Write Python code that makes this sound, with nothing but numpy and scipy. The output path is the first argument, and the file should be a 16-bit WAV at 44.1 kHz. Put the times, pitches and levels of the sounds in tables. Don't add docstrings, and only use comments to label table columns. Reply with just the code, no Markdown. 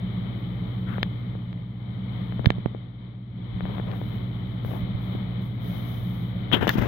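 import sys
import numpy as np
from scipy import signal
from scipy.fft import rfft, irfft, next_fast_len
from scipy.io import wavfile
from scipy.ndimage import uniform_filter1d

SR = 44100
rng = np.random.default_rng(int(sys.argv[2]) if len(sys.argv) > 2 else 0)


def to_wav(sig):
    pcm = np.clip(np.atleast_2d(sig), -1, 1) * 32767
    pcm = np.round(pcm).astype(np.int16)
    wavfile.write(sys.argv[1], SR, pcm.T)


N = 302967
TIME_S = np.arange(N) / SR

MOTOR_TONES = [ (59.26, -43.5, -1), (93, -49, 0), (104.87, -37, -1.5), (119.85, -30.5, 0.5),
               (208.3, -45.5, 3.5), (238.7, -55, -6), (293.6, -51.5, 2.5), (321, -62.5, 6), ]
# centre_hz, width_hz (per filter pass), rms_db
CABINET_MODES = [(182.2, 22.5, -33.5), (135, 141, -40), (230.4, 70, -48.5)]
# freq_hz, left_db_per_hz, right_db_per_hz
AIR_SPECTRUM = [(25, -79, -69.5), (59, -64, -60), (136, -72.5, -60), (274, -68, -69.5), (440, -70, -73.5),
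                (1010, -76.5, -81.5), (1204, -77, -77), (1590, -85.5, -85.5), (2162, -73.5, -90.5),
                (2817, -95, -97.5), (3006, -75, -91.5), (3930, -80, -93.5), (4664, -104, -104),
                (6860, -136, -136)]
# freq_hz, level_db_per_hz
HISS_SPECTRUM = [(2000, -125), (4800, -108), (6700, -113), (8300, -140), (10000, -112), (11500, -101),
                 (15500, -100)]
# start_s, length_s (to fade), hiss_gain_db
SWISHES = [(.85, 0.14, -8), (3.609, 0.18, -10), (3.88, 0.27, -2.5), (4.624, 0.14, 5.5), (4.972, 0.17, -2.5),
           (5.394, .08, -2), (5.58, .33, 7.5), (5.9, 0.33, -1)]
# start_s, length_s (to fade), friction_db, pocket_db, pocket_hz
STROKES = [(0.861, 0.086, -45.5, -40, 1360), (3.637, 0.075, -60, -40, 480), (3.73, .07, -53, -44.5, 800),
           (3.85, 0.098, -45.5, -40, 555), (4.655, 0.042, -53, -46, 600), (4.704, 0.057, -44.5, -37.5, 630),
           (6.519, 0.031, -20, -17, 3110), (6.552, 0.036, -28, -50, 3120),
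           (6.606, 0.039, -23.5, -36.5, 3050), (6.675, 0.009, -19, -27.5, 3000),
           (6.6883, .014, -34, -21.5, 1750), (6.696, 0.043, -37.5, -40.5, 3250),
           (6.736, 0.15, -29.5, -63, 1370)]
# freq_hz, relative_db
SKIN_COLOUR = [(30, -26.5), (200, 2.5), (450, 4), (900, 0), (1700, -1), (2600, -8.5), (3600, -14),
               (4400, -33.5), (6500, -40.5), (8500, -44.5), (13000, -29), (16000, -36)]
# start_s, nearer_port, peak_db, time_constant_ms (peak at twice this)
TAPS = [(0.9821, "left", -11.5, 0.12), (1.030, "right", -2.5, 0.039), (1.352, "left", -21.5, 0.18),
        (1.529, "right", -25, 0.063), (2.323, "left", -21, .09), (2.394, "left", -14, 0.17),
        (2.4453, "left", -14.5, .13), (2.4587, "right", -1.5, 0.04), (2.5041, "right", 0.5, 0.07),
        (2.519, "right", -30, 0.043), (2.583, "right", -18, 0.44), (2.6595, "right", -5.5, 0.18),
        (2.748, "left", -15, 0.28), (3.607, "left", -15, 0.09), (3.654, "left", -16.5, 0.11),
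        (3.782, "left", -15.5, 0.12), (3.798, "left", -14.5, 0.17), (3.915, "right", -23, .037),
        (4.015, "left", -16.5, 0.17), (4.648, "left", -16, .15), (5.151, "right", -17, 0.36),
        (6.516, "left", -12, 0.053), (6.670, "left", -1.5, 0.12), (6.679, "right", -10.5, 0.042),
        (6.6919, "left", -4.5, 0.043), (6.693, "right", -5, .035), (6.782, "right", -13, 0.3)]
# freq_hz, left_db, right_db
KNOCK_RESPONSE = [(30, -23, -16), (130, -7.5, 9.5), (430, 2.5, 2), (940, -2, -2.5), (2240, -2, -2.5),
                  (3800, -10, 3), (5140, -20.5, -9), (8400, -35.5, -28), (11000, -18, -13),
                  (14500, -7.5, 6)]
# freq_hz, t60_s, relative_db
CASE_MODES = [(1750, 0.0089, -7), (2200, 0.0054, -7), (3200, 0.01, -9.5), (3480, 0.011, -7),
              (5130, .006, -24)]
# start_s, hold_end_after_start_s, depth_db (in the hum; scaled for air, hiss)
DIPS = [(1.08, 0.68, 4.5), (2.379, 0.87, 8)]
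# centre_s, nearer_port, peak_db, centre_to_peak_ms
THUMPS = [(2.400, "left", -14.5, 1.4), (2.471, "right", 1, 1.52), (3.547, "left", -21, 2.7),
          (3.638, "left", -17, 2.1), (4.663, "left", -18, 1.6), (4.836, "right", -19, 2.7),
          (4.950, "right", -15.5, 1.9), (5.154, "right", -18.5, 2.1), (6.7577, "left", -8.5, 0.97),
          (6.795, "left", -11, 2.5)]
# start_s, length_s (to fade), level_db
BRUSHES = [(6.516, 0.034, -36), (6.62, 0.05, -49), (6.6737, 0.0055, -29.5), (6.6917, 0.0024, -15.5),
           (6.693, 0.049, -37), (6.773, .025, -40), (6.797, .07, -44.5)]
# freq_hz, relative_db
PALM_COLOUR = [(100, 6), (500, 7.5), (1300, -3), (3800, -4), (6500, -10.5), (8500, -32), (11000, -18),
               (14500, -3.5), (16000, -10)]

HUM_DB, AIR_DB, HISS_DB = -1.52, -2.3, -10
DIP_FALL_S, DIP_RECOVER_S = 0.56, 0.44
ATTACK_SHARE, FADE_SHARE = 0.3, 0.31
POCKET_WIDTH_HZ = 620
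RUMBLE_DB, RUMBLE_LOSS_DB_PER_KHZ = 9.5, 2.5
TAP_FAR_DB = -25.5
RING_DB, RING_LOSS_DB_PER_MS = 3.5, 63.5
TOP_HZ = 15900


def undb(db):
    return 10 ** (np.asarray(db) / 20)


def unit(x):
    return x / np.sqrt(np.mean(x ** 2))


def colour(x, rows, column=1):
    rows = np.array(rows)
    size = 2 * next_fast_len(N // 2 + 2048)
    freq_hz = np.maximum(np.fft.rfftfreq(size, 1 / SR), 1)
    level_db = np.interp(np.log(freq_hz), np.log(rows[:, 0]), rows[:, column])
    cepstrum = irfft(np.log(undb(level_db)))
    cepstrum[1:size // 2] *= 2
    cepstrum[size // 2 + 1:] = 0
    response = np.exp(rfft(cepstrum))
    return irfft(rfft(x, size) * response)[:N]


def resonate(x, centre_hz, width_hz):
    b, a = signal.iirpeak(centre_hz, centre_hz / width_hz, fs=SR)
    return signal.lfilter(b, a, x)


def band(x, centre_hz, width_hz):
    once = resonate(x, centre_hz, width_hz)
    return unit(resonate(once, centre_hz, width_hz))


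def highpass(x, cutoff_hz, order=2):
    return signal.sosfilt(signal.butter(order, cutoff_hz, "high", fs=SR, output="sos"), x)


def lowpass(x, cutoff_hz, order):
    return signal.sosfilt(signal.butter(order, cutoff_hz, fs=SR, output="sos"), x)


def walk(rate_hz):
    k = int(SR / rate_hz)
    steps = np.repeat(rng.standard_normal(N // k + 1), k)
    smooth = uniform_filter1d(uniform_filter1d(steps, k), k)
    return np.sqrt(2) * smooth[:N]


def noise():
    return rng.standard_normal(N) * np.sqrt(SR / 2)


def slide(start_s, length_s):
    age = (TIME_S - start_s) / length_s
    swell = np.clip(age / ATTACK_SHARE, 0, 1)
    return swell * np.exp(-np.maximum(age - 1, 0) / FADE_SHARE)


def slips(rate_per_s=9000, spread_db=3.0):
    hits = rng.random(N) < rate_per_s / SR
    signs = rng.choice([-1, 1], N)
    size_db = spread_db * np.minimum(rng.exponential(size=N), 4)
    return hits * signs * undb(size_db)


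def add(track, start_s, sound):
    i = int(start_s * SR)
    track[i:i + len(sound)] += sound[:N - i]


def port_gains(side, near_db, far_db):
    return undb([near_db, near_db + far_db] if side == "left" else [near_db + far_db, near_db])


def motors(waver_db=0.2, phase_wander_rad=0.026):
    out = 0
    for freq_hz, rms_db, pan_db in MOTOR_TONES:
        phase = 2 * np.pi * (freq_hz * TIME_S + rng.random()) + phase_wander_rad * walk(2.5)
        tone = np.sqrt(2) * np.sin(phase) * undb(rms_db + waver_db * walk(2.6))
        out = out + tone * undb(np.array([[pan_db], [-pan_db]]) / 2)
    return out


def cabinet():
    return sum(undb(rms_db) * band(noise(), hz, width_hz) for hz, width_hz, rms_db in CABINET_MODES)


def air(flicker_db=-1.1):
    rush = np.array([colour(noise(), AIR_SPECTRUM, column) for column in (1, 2)])
    return rush * undb(flicker_db * walk(9))


def top_hiss(flicker_db=0.8):
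    hiss = np.array([colour(noise(), HISS_SPECTRUM) for _ in range(2)])
    return hiss * undb(flicker_db * walk(45))


def swish_gain():
    return sum(undb(gain_db) * slide(start_s, length_s) for start_s, length_s, gain_db in SWISHES)


def finger_strokes(rumble_hz=140, rumble_width_hz=260, port_hz=3900):
    friction = unit(colour(slips(), SKIN_COLOUR))
    rumble = band(slips(), rumble_hz, rumble_width_hz)
    skin = slips(rate_per_s=2500, spread_db=1.5)
    scrape = pocket = 0
    for start_s, length_s, friction_db, pocket_db, pocket_hz in STROKES:
        contact = slide(start_s, length_s)
        rumble_db = RUMBLE_DB - RUMBLE_LOSS_DB_PER_KHZ * pocket_hz / 1000
        scrape = scrape + contact * undb(friction_db) * (friction + undb(rumble_db) * rumble)
        pocket = pocket + contact * undb(pocket_db) * band(skin, pocket_hz, POCKET_WIDTH_HZ)
    return scrape + lowpass(pocket, port_hz, 8)


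def taps(left_lag_s=0.00035):
    left, right, case = np.zeros((3, N))
    t_s = np.arange(SR // 20) / SR
    for start_s, side, peak_db, time_constant_ms in TAPS:
        age = t_s * 1000 / time_constant_ms
        push = (age / 2) ** 2 * np.exp(2 - age)
        left_gain, right_gain = port_gains(side, peak_db, TAP_FAR_DB)
        add(left, start_s + left_lag_s, left_gain * push)
        add(right, start_s, right_gain * push)
        ring_db = peak_db + RING_DB - RING_LOSS_DB_PER_MS * time_constant_ms
        add(case, start_s + left_lag_s, undb(ring_db) * push / push.sum())
    modes = 0
    for freq_hz, t60_s, level_db in CASE_MODES:
        decay = np.exp(-np.log(1000) * t_s / t60_s)
        modes = modes + undb(level_db) * np.cos(2 * np.pi * freq_hz * t_s) * decay
    ring = lowpass(signal.fftconvolve(case, modes)[:N], 4600, 4)
    return -np.array([colour(left, KNOCK_RESPONSE, 1) + ring, colour(right, KNOCK_RESPONSE, 2)])


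def background_dips():
    level_db = 0
    for start_s, hold_end_s, depth_db in DIPS:
        age_s = TIME_S - start_s
        sink = np.clip(age_s / DIP_FALL_S, 0, 1)
        recover = np.clip(1 - (age_s - hold_end_s) / DIP_RECOVER_S, 0, 1)
        level_db = level_db - depth_db * sink * recover
    return level_db


def thumps(leak_hz=45, far_db=-22):
    out = np.zeros((2, N))
    t_s = np.arange(-SR // 50, SR // 20) / SR
    for centre_s, side, peak_db, peak_ms in THUMPS:
        age = t_s * 1000 / peak_ms
        swing = highpass(-age * np.exp((1 - age ** 2) / 2), leak_hz, order=1)
        for track, gain in zip(out, port_gains(side, peak_db, far_db)):
            add(track, centre_s + t_s[0], gain * swing)
    return out


def palm_brushes():
    contact = sum(undb(level_db) * slide(start_s, length_s) for start_s, length_s, level_db in BRUSHES)
    return unit(colour(slips(), PALM_COLOUR)) * contact


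def rubbing(grip_db=2):
    return np.array([finger_strokes(), palm_brushes()]) * undb(grip_db * walk(180))


def scene(air_dip=1.35, hiss_dip=2.5):
    dip_db = background_dips()
    hum = (motors() + cabinet()) * undb(HUM_DB + dip_db)
    rush = air() * undb(AIR_DB + air_dip * dip_db)
    top = top_hiss() * np.hypot(undb(HISS_DB + hiss_dip * dip_db), swish_gain())
    return hum + rush + top + taps() + thumps() + rubbing()


def record(dry, ceiling=1.0):
    x = highpass(dry, 14)
    x = x / (1 + (x / ceiling) ** 8) ** (1 / 8)
    return signal.sosfilt(signal.ellip(8, 0.2, 70, TOP_HZ, fs=SR, output="sos"), x)


dry = scene()
out = record(dry)
to_wav(out)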